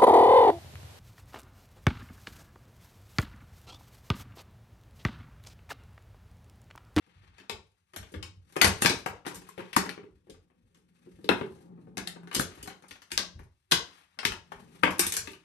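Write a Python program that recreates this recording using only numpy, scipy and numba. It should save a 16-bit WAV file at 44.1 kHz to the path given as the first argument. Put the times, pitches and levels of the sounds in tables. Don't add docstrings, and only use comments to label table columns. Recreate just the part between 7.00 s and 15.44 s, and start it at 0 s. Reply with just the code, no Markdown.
import sys
import numpy as np
from scipy import signal
from scipy.fft import rfft, irfft, next_fast_len
from scipy.io import wavfile
from scipy.ndimage import uniform_filter1d
from numba import njit

SR = 44100
rng = np.random.default_rng(int(sys.argv[2]) if len(sys.argv) > 2 else 0)


def boost(x):
    u = np.asarray(x, float) / 20
    return 10 ** u


def dump_mix(stems):
    frames = np.atleast_2d(stems).T
    limited = np.clip(frames, -1, 1)
    pcm = np.round(limited * 32767).astype(np.int16)
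    wavfile.write(sys.argv[1], SR, pcm)


N = 372204


def band(x, lo_hz, hi_hz):
    y = signal.sosfilt(signal.butter(2, [lo_hz, hi_hz], "band", fs=SR, output="sos"), x)
    return y / np.sqrt(np.mean(y ** 2))


def walk(rate):
    k = int(SR / rate)
    steps = np.repeat(rng.standard_normal(N // k + 1), k)
    return 1.2 * uniform_filter1d(uniform_filter1d(steps, k), k)[:N]


def swell(s, length_s, db, rise_s, t60):
    drive = np.zeros(N + 1)
    np.add.at(drive, np.clip(s * SR, 0, N).astype(int), boost(db) ** 2)
    np.add.at(drive, np.clip((s + length_s) * SR, 0, N).astype(int), -boost(db) ** 2)
    power = np.cumsum(drive[:N])
    fall = np.exp(-2 * np.log(1000) / t60 / SR)
    for pole in np.exp(-1 / (rise_s * SR)), fall:
        power = signal.lfilter([1 - pole], [1, -pole], power)
    return np.maximum(power, 0)


@njit
def ring(place, start, length, swing, turn, fall, places, n):
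    out = np.zeros((places, n))
    for k in range(len(start)):
        z, push = swing[k], 1.
        for i in range(start[k], min(n, start[k] + length[k])):
            push *= fall[k]
            z *= turn[k]
            out[place[k], i] += z.imag * (1 - push)
    return out


def strike(s, hz, db, t60, rise, phase, count=3):
    place = np.arange(len(hz))[:, None] % count + 0 * hz.astype(np.int64)
    start = (s * SR).astype(np.int64)
    length = (t60 * SR).astype(np.int64)
    swing = boost(db) * np.exp(2j * np.pi * phase)
    turn = np.exp((2j * np.pi * hz - np.log(1000) / t60) / SR)
    fall = np.exp(-1 / (rise * SR))
    modes = place, start, length, swing, turn, fall
    return ring(*(v.ravel() for v in modes), count, N)


def blows():
    # (time [s], blow level [dB], table thump re blow [dB], hardness [dB]: tick up, clack down)
    clicks = [(0.233, -65.5, -3, -5), (0.316, -80.5, 2, -13), (0.382, -52.5, -13, -3), (0.4, -55.5, -4, -4),
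              (0.496, -32.5, -10, -2), (1.029, -52.5, -7, -2), (1.227, -39, -14, 0),
              (1.616, -13, -16, -1.5), (1.848, -23.5, -2.5, -1.5), (1.896, -25.5, -7, 0.5),
              (2.25, -53, -9, -11), (2.73, -38.5, -14.5, 2), (2.893, -39, -8, -0.5),
              (2.977, -54.5, 10.5, -12.5), (3.298, -54, 6.5, 8.5), (4.411, -43, 12, -11),
              (5.073, -35.5, -17, 6), (5.313, -43, -10, -6.5), (5.7, -50.5, 0, -7), (5.909, -45, -14, 3),
              (5.955, -56.5, -10, -4), (6.177, -28, -24.5, 1.5), (6.72, -16, -14, 2.5),
              (7.189, -36.5, -15.5, -1), (7.251, -25, -11, 3.5), (8.066, -33.5, -11, 15),
              (8.333, -51.5, -5.5, -3.5), (8.353, -63.5, -6, -5)]
    clacks = [(1.088, -70, -5, 1), (1.14, -47.5, 9.5, -4.5), (1.859, -20, -25.5, 2.5), (2.256, -49, 0, -4),
              (2.578, -48.5, 9.5, -5.5), (2.592, -48, -4, -7), (2.604, -48.5, 4, -8.5),
              (3.032, -65, 17.5, -10), (3.746, -64, -3.5, 1.5), (4.243, -54, 12, 0),
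              (4.29, -25.5, -2, -7.5), (5.273, -53, 1.5, -5), (5.329, -44, -12, -1.5), (5.348, -28, -16, 8),
              (5.364, -34, 1, 6.5), (5.628, -47.5, -4.5, 13), (5.883, -60, -8, 11.5),
              (6.105, -55, -15.5, 0.5), (6.117, -36.5, -12, 5), (6.193, -38.5, -9.5, 0.5),
              (6.713, -27, -13, 5), (7.231, -44, -10.5, -9.5), (7.32, -39, -14, -3.5),
              (7.835, -23, -2, -10), (7.875, -36.5, 2.5, -12.5), (8.122, -34.5, -15.5, 11.5),
              (8.273, -42, -5, -2.5)]
    raps = [(0.935, -55, -5, -3), (0.962, -43, -6, 2.5), (1.12, -65.5, 11.5, 9), (1.499, -70, -7, -3),
            (1.524, -62, 1, 3), (1.565, -36, 2.5, -6), (1.644, -22, -4.5, 2), (2.265, -40.5, 0, -2),
            (2.418, -61, 5, 1), (2.764, -25, -2.5, 3), (2.859, -48, 10.5, -5), (3.34, -69.5, 11.5, -5.5),
            (3.501, -80, 7, -8.5), (4.06, -75, 22.5, -4.5), (4.189, -78, 25.5, -10), (4.971, -40.5, -2, 0),
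            (4.982, -42, 3, -1.5), (5.16, -65, 16, -16), (5.675, -45, 1, -0.5), (5.823, -64, 3.5, -0.5),
            (6.019, -57.5, -14, 1), (6.392, -60.5, 6, -5), (7.519, -48, 0, -6), (7.994, -24.5, -9, 10),
            (8.139, -38.5, -12, 7), (8.167, -34, -13, 10)]
    taps = [(0.064, -77.5, 14.5, -2), (0.435, -73.5, -4, -11), (1.821, -28.5, -2, 4.5),
            (2.061, -37, -0.5, -5.5), (2.311, -55.5, 4.5, -4), (2.345, -54.5, -14, 8.5),
            (2.356, -52.5, -3, 6), (2.467, -71, -11, -5), (2.489, -60, 1, 5), (3.27, -78, 21, -7),
            (3.772, -78.5, 9.5, 1.5), (4.314, -44.5, 3, -12.5), (4.777, -81, 27.5, -14.5),
            (4.871, -83.5, 32.5, -15.5), (5.232, -67, 7, -7), (5.395, -36.5, 4, 5.5), (5.552, -64.5, 0, 5),
            (5.575, -61.5, 7, -2), (5.837, -65.5, 7, -12), (7.584, -75, 12, -8.5), (7.75, -71, 8.5, -5.5),
            (7.907, -48, -20, 1), (1.558, -50, 0, -8), (1.817, -46, -8, 4), (5.342, -47, 0, 2),
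            (7.828, -55, 5, -8), (7.983, -57, -10, 10), (8.305, -66, -5, 6), (8.315, -62, -5, 6),
            (6.432, -78, -10, 6), (7.173, -76, 15, -10), (5.407, -40, 2, 4), (5.657, -58, 0, 0),
            (2.278, -48, 0, 0), (1.675, -36, -5, 0)]
    bite_db = [7.5, 5.5, -0.5, -3]
    rows = []
    for table, bite in zip((clicks, clacks, raps, taps), bite_db):
        for s, db, thump, hard in table:
            edge = 1.5 * min(hard, 0) - 0.13 * bite
            rows.append((s, db, thump, -bite - hard, 0, edge, hard - bite))
    return np.array(sorted(rows))


def motion(jolt_s=0.031):
    # (time [s], rumble level [dB])
    roll_levels = [(0.0, -74), (0.45, -72), (0.8, -85), (1.2, -71), (1.5, -69.5), (2.4, -67), (3.1, -69),
                   (3.97, -67.5), (4.45, -51.5), (4.9, -53.5), (5.65, -59), (5.92, -80), (6.3, -59),
                   (6.58, -96), (7.3, -75), (7.649, -53), (7.8, -54), (8.44, -73)]
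    # (time [s], level [dB])
    sways = [(0.149, -58.5), (0.26, -60.5), (0.505, -53.5), (0.965, -50), (1.15, -42), (1.34, -56),
             (1.62, -33), (1.84, -40.5), (2.07, -51.5), (2.33, -57), (2.765, -52), (3.1, -59.5),
             (3.31, -58), (3.62, -65), (4.1, -60), (4.29, -47.5), (4.5, -60.5), (4.985, -55.5),
             (5.36, -41.5), (5.57, -52), (5.87, -62), (6.129, -50), (6.34, -45.5), (6.72, -51),
             (7.255, -44), (7.529, -58), (7.84, -48.5), (8.01, -50), (8.17, -48.5)]
    # (start [s], end [s], scrape level [dB], hiss re scrape [dB])
    slides = [(0.0, .49, -72, -39), (0.965, 1.124, -71, -5), (1.445, 1.56, -78.5, 2),
              (1.654, 1.99, -54.5, -3.5), (2.06, 2.165, -67.5, -16.5), (2.296, 2.58, -66.5, -4),
              (2.6, 2.74, -62, -14), (3.922, 4.29, -76.5, -1), (4.303, 4.62, -75.5, 6),
              (5.1, 5.33, -88.5, -22.5), (5.44, 5.637, -64, -10), (5.71, 6.337, -77, -5),
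              (6.82, 7.0, -64, -6), (7.0, 7.15, -76, -8), (7.3, 7.52, -77.5, -7), (7.556, 7.8, -68, -1),
              (7.907, 7.99, -60, -12.5), (7.978, 8.048, -42.5, -16), (8.063, 8.255, -60, -5),
              (8.261, 8.426, -78, -15)]
    # (shudder level [dB], scrape level [dB], hiss level [dB])
    still_db = [-79, -86, -88]
    roll = boost(np.interp(np.arange(N) / SR, *np.transpose(roll_levels))) ** 2
    s, blow_db, thump_db = blows().T[:3]
    shake = swell(s, jolt_s, blow_db + thump_db - 14, rise_s=0.0028, t60=0.45)
    s, db = np.transpose(sways)
    sway = swell(s, jolt_s, db + 5.5, rise_s=0.015, t60=0.32) + roll * boost(-17.5) ** 2
    s, end_s, scrape_db, hiss_db = np.transpose(slides)
    scrape = swell(s, end_s - s, scrape_db, rise_s=0.01, t60=0.13)
    hiss = swell(s, end_s - s, scrape_db + hiss_db, rise_s=0.01, t60=0.13)
    still = boost(still_db) ** 2
    return np.sqrt([sway + still[0], roll + shake, scrape + still[1], hiss + still[2]])


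def rolling(grit_db=3.5):
    # (frequency [Hz], width [Hz], level [dB])
    track = [(125, 30, -14), (176, 16, -1), (232, 40, -12), (278, 45, -15), (390, 110, -15), (490, 60, -20),
             (700, 300, -23)]
    swaying, rumbling, scraping, hissing = motion()
    bumps = rng.standard_normal(N) * boost(walk(25))
    shudder = band(bumps, 32, 40) * boost(-9.5) + band(bumps, 50, 100)
    rumble = np.zeros(N)
    for hz, width, db in track:
        rumble += boost(db + 3.0 * walk(6)) * band(bumps, hz - width / 2, hz + width / 2)
    grit = rng.standard_normal((2, N)) * boost(grit_db * walk(130))
    scrape = band(grit[0], 670, 3500) * scraping * boost(walk(21))
    hiss = band(grit[1], 3100, 12000) * hissing * boost(1.3 * walk(14))
    return boost(-5.0) * (shudder * swaying + rumble * rumbling + scrape + hiss)


def crackle():
    # (time [s], length [s], level [dB])
    crackles = [(0.959, .003, -55), (1.614, .012, -40), (1.71, .05, -58), (1.835, .05, -46),
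                (1.858, .006, -37), (1.9, .035, -56), (2.063, .05, -53), (2.34, .055, -55),
                (2.731, .003, -55), (4.982, .004, -50), (5.331, .004, -55), (5.627, .005, -52),
                (6.712, .006, -46), (7.249, .005, -48), (7.834, .012, -50), (7.904, .005, -53),
                (7.993, .016, -39), (8.056, .03, -48), (8.165, .006, -52)]
    s, length_s, db = np.transpose(crackles)
    power = swell(s, length_s, db + 1.0, rise_s=.001, t60=.014)
    return band(rng.standard_normal(N), 14200, 15900) * np.sqrt(power)


def rings(spread=1.4, ring_db=-10):
    # (time [s], level [dB], frequency [Hz], fade by 60 dB [cycles])
    ring_modes = [(4.415, -22, 500, 16), (2.49, -41, 1050, 60), (1.564, -23, 387, 32), (1.614, 4, 2650, 14),
                  (1.822, -18, 1680, 11), (1.86, -2.5, 2250, 7.5), (2.062, -29, 378, 15),
                  (2.265, -32.5, 412, 19), (2.589, -32, 406, 15), (2.766, -7.5, 1034, 20.5),
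                  (2.892, -23.5, 1800, 21.5), (3.294, -40, 395, 24), (4.292, -7, 460, 17),
                  (4.291, -5, 3800, 18), (4.98, -10.5, 5870, 13), (5.075, -17, 4240, 19.5),
                  (4.293, -16, 280, 14.5), (5.398, -12, 1400, 20), (5.396, -21, 250, 16),
                  (3.5, -58, 1700, 8), (6.1775, 9, 4700, 9), (6.719, -0.5, 4310, 5.5),
                  (2.768, -13, 202.7, 11.5), (7.2525, -1, 2500, 9), (7.519, -31.5, 846, 16.5),
                  (7.834, -7.5, 1410, 13), (7.835, -6, 2323, 14.5), (7.874, -16, 880, 14),
                  (7.994, -13, 396, 12), (7.994, -4, 8500, 8.5), (6.119, -22, 4680, 30),
                  (6.193, -10, 4400, 16), (5.914, -34, 2200, 16), (4.245, -38, 3800, 20),
                  (2.6, -34, 1200, 16), (2.893, -24, 4300, 16), (7.19, -27, 1870, 8), (7.231, -26, 1170, 8),
                  (7.321, -28, 1360, 10), (8.273, -28, 2000, 10), (8.333, -38, 4500, 25),
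                  (5.355, -20, 3500, 16), (1.848, -12, 2810, 10), (2.765, -11, 4300, 10),
                  (4.3, -30, 278, 90), (8.003, -14, 5000, 8), (3.76, -56, 2000, 10), (6.724, -6, 2600, 8),
                  (7.907, -30, 8000, 14), (2.316, -36, 1200, 14)]
    s, db, hz, cycles = np.array(ring_modes).T[:, :, None]
    hz = hz * (1 + spread / cycles * np.linspace(-1, 1, 4))
    phase = .3 * rng.random(hz.shape)
    return strike(s + 0 * hz, hz, db + ring_db + 0 * hz, cycles / hz, 0.62 / hz, phase)


def knocks(count=70, scatter_db=3.5, in_step=0.27, chatter_s=.0035, softening=.2):
    # (frequency [Hz], level [dB], t60 [s])
    table_modes = [(129, -5, 0.081), (184, -2.5, 0.097), (227.5, -8.5, 0.047), (256, -4.5, 0.092),
                   (342, -2, 0.078), (405.2, 0, 0.058), (485.8, -6, 0.082)]
    # (frequency [Hz], t60 [s], level [dB])
    part_colour = [(1000, 0.016, 14), (3180, 0.008, 16), (4300, 0.0082, 16), (8400, 0.0032, 18.5)]
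    part_lo_hz, part_hi_hz = 508.2, 12950
    thump_db, thump_rise_s, rise_cycles = 15.5, 0.00046, 0.95
    s, blow_db, thump_rel, *parts_rel = blows().T[:, :, None]
    table_hz, table_db, table_t60 = np.array(table_modes).T
    anchor_hz, anchor_t60, anchor_db = np.array(part_colour).T
    draws = rng.random((len(s), 5, count + len(table_modes)))
    slot, size, damp, late, phase = np.moveaxis(draws, 1, 0)
    part_hz = part_lo_hz * (part_hi_hz / part_lo_hz) ** ((np.arange(count) + slot[:, :count]) / count)
    part_db = [np.interp(np.log(f), np.log(anchor_hz), rel + anchor_db)
               for f, rel in zip(part_hz, np.hstack(parts_rel))]
    hz = np.hstack([part_hz, table_hz * (1 + 0.25 * (slot[:, count:] - .5))])
    db = blow_db + np.hstack([part_db, thump_rel + thump_db + table_db])
    db = db + 2 * scatter_db * (size - .5) - 14.5
    part_t60 = np.interp(np.log(part_hz), np.log(anchor_hz), anchor_t60)
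    t60 = np.hstack([part_t60, table_t60 + 0 * s]) * (.5 + damp)
    rise = np.hstack([rise_cycles / part_hz, thump_rise_s + 0 * s * table_hz])
    spread_s = chatter_s * boost(-softening * (blow_db + 13))
    return strike(s + spread_s * late ** 3, hz, db, t60, rise, in_step * phase)


def room(places, onset_s=0.00089):
    # (frequency [Hz], t60 [s], reverberation level [dB], likeness of left and right [0-1])
    room_colour = [(60, 0.12, -4, .45), (250, 0.3, -2.5, 0.9), (600, 0.33, 0, 0.7), (1970, 0.25, 2, .05),
                   (6000, 0.27, 3, .05), (12000, 0.14, 3, 0.3)]
    late_db, late_stretch = -33, 2.4
    t = np.arange(SR // 2) / SR
    hz, *columns = np.transpose(room_colour)
    response = 0
    for f in 30 * 2 ** np.arange(0, 9, 1 / 3):
        t60, db, alike = (np.interp(np.log(f), np.log(hz), c) for c in columns)
        noise = rng.standard_normal((2, 1, len(places), len(t)))
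        mid, side = band(noise, f * 2 ** (-1 / 6), f * 2 ** (1 / 6))
        alike = np.clip(alike, 0, 1)
        opposite = side * np.array([1, -1])[:, None, None]
        pair = np.sqrt(1 + alike) * mid + np.sqrt(1 - alike) * opposite
        fade = 10 ** (-3 * t / t60) + boost(late_db) * 10 ** (-3 * t / t60 / late_stretch)
        fade = fade * (1 - np.exp(-t / onset_s))
        response = response + pair * fade * boost(db) * np.sqrt(f / SR / 4 / np.sum(fade ** 2))
    size = next_fast_len(N + len(t))
    return irfft((rfft(places, size) * rfft(response, size)).sum(axis=1), size)[:, :N]


def scene():
    broad = knocks() + rolling() / np.sqrt(3)
    pitched = rings()
    direct = (broad + pitched).sum(axis=0) + crackle()
    echoes = room(broad + boost(-9) * pitched)
    left_lead = 22
    return np.array([boost(2.17) * direct, boost(-5) * np.roll(direct, left_lead)]) + echoes


def gated(x, gate_s=0.008, edge_hz=60):
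    # (from [Hz], to [Hz], opening level [dB])
    top_gates = [(12150, 13250, -56), (13250, 17000, -59)]
    size = next_fast_len(N)
    f, spectrum = np.arange(size // 2 + 1) * SR / size, rfft(x, size)
    for lo_hz, hi_hz, open_db in top_gates:
        inside = (np.tanh((f - lo_hz) / edge_hz) - np.tanh((f - hi_hz) / edge_hz)) / 2
        top = irfft(spectrum * inside, size)[:, :N]
        power = uniform_filter1d((top ** 2).mean(axis=0), int(gate_s * SR))
        x = x - top / (1 + (power / boost(open_db) ** 2) ** 4)
    return x


def roll_off(x):
    return signal.sosfilt(signal.butter(12, 16450, fs=SR, output="sos"), x)


def record(dry):
    # (frequency [Hz], level on both sides [dB], extra on the left and
    # less on the right [dB])
    tone_curve = [(19.61, -11.5, -3), (60.4, -2.5, -3), (373, 2, -2.2), (560.8, -4, 3.5), (1202, 0.77, 2.5),
                  (5000, -3.5, 3), (9850, -3, -0.4), (10050, -22, 0.5), (10400, -22, 0), (10754, 7, 0.5),
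                  (12750, 3, -21), (13300, -28, -1), (15300, -4.5, -1), (16600, -61, -2)]
    shared_top_hz, top_lag_s, top_turn = 8670, 0.00033, 4.14
    ceiling = .95
    size = next_fast_len(N)
    f = np.arange(size // 2 + 1) * SR / size + 1
    hz, *columns = np.transpose(tone_curve)
    both_db, left_db = (np.interp(np.log(f), np.log(hz), c) for c in columns)
    rounded = np.tanh(0.98 * dry) / 0.84
    left, right = rfft(rounded, size) * boost(both_db + np.array([left_db, -left_db]))
    share = 1 / (1 + (shared_top_hz / f) ** 20)
    copy = left * np.exp(1j * (2 * np.pi * (f - 10000) * top_lag_s - top_turn))
    right = np.sqrt(1 - share) * right + np.sqrt(share) * copy
    heard = gated(irfft(np.array([left, right]), size)[:, :N])
    mix = heard / (1 + (heard / ceiling) ** 6) ** (1 / 6)
    return roll_off(mix)


dry = scene()
out = record(dry)
dump_mix(out)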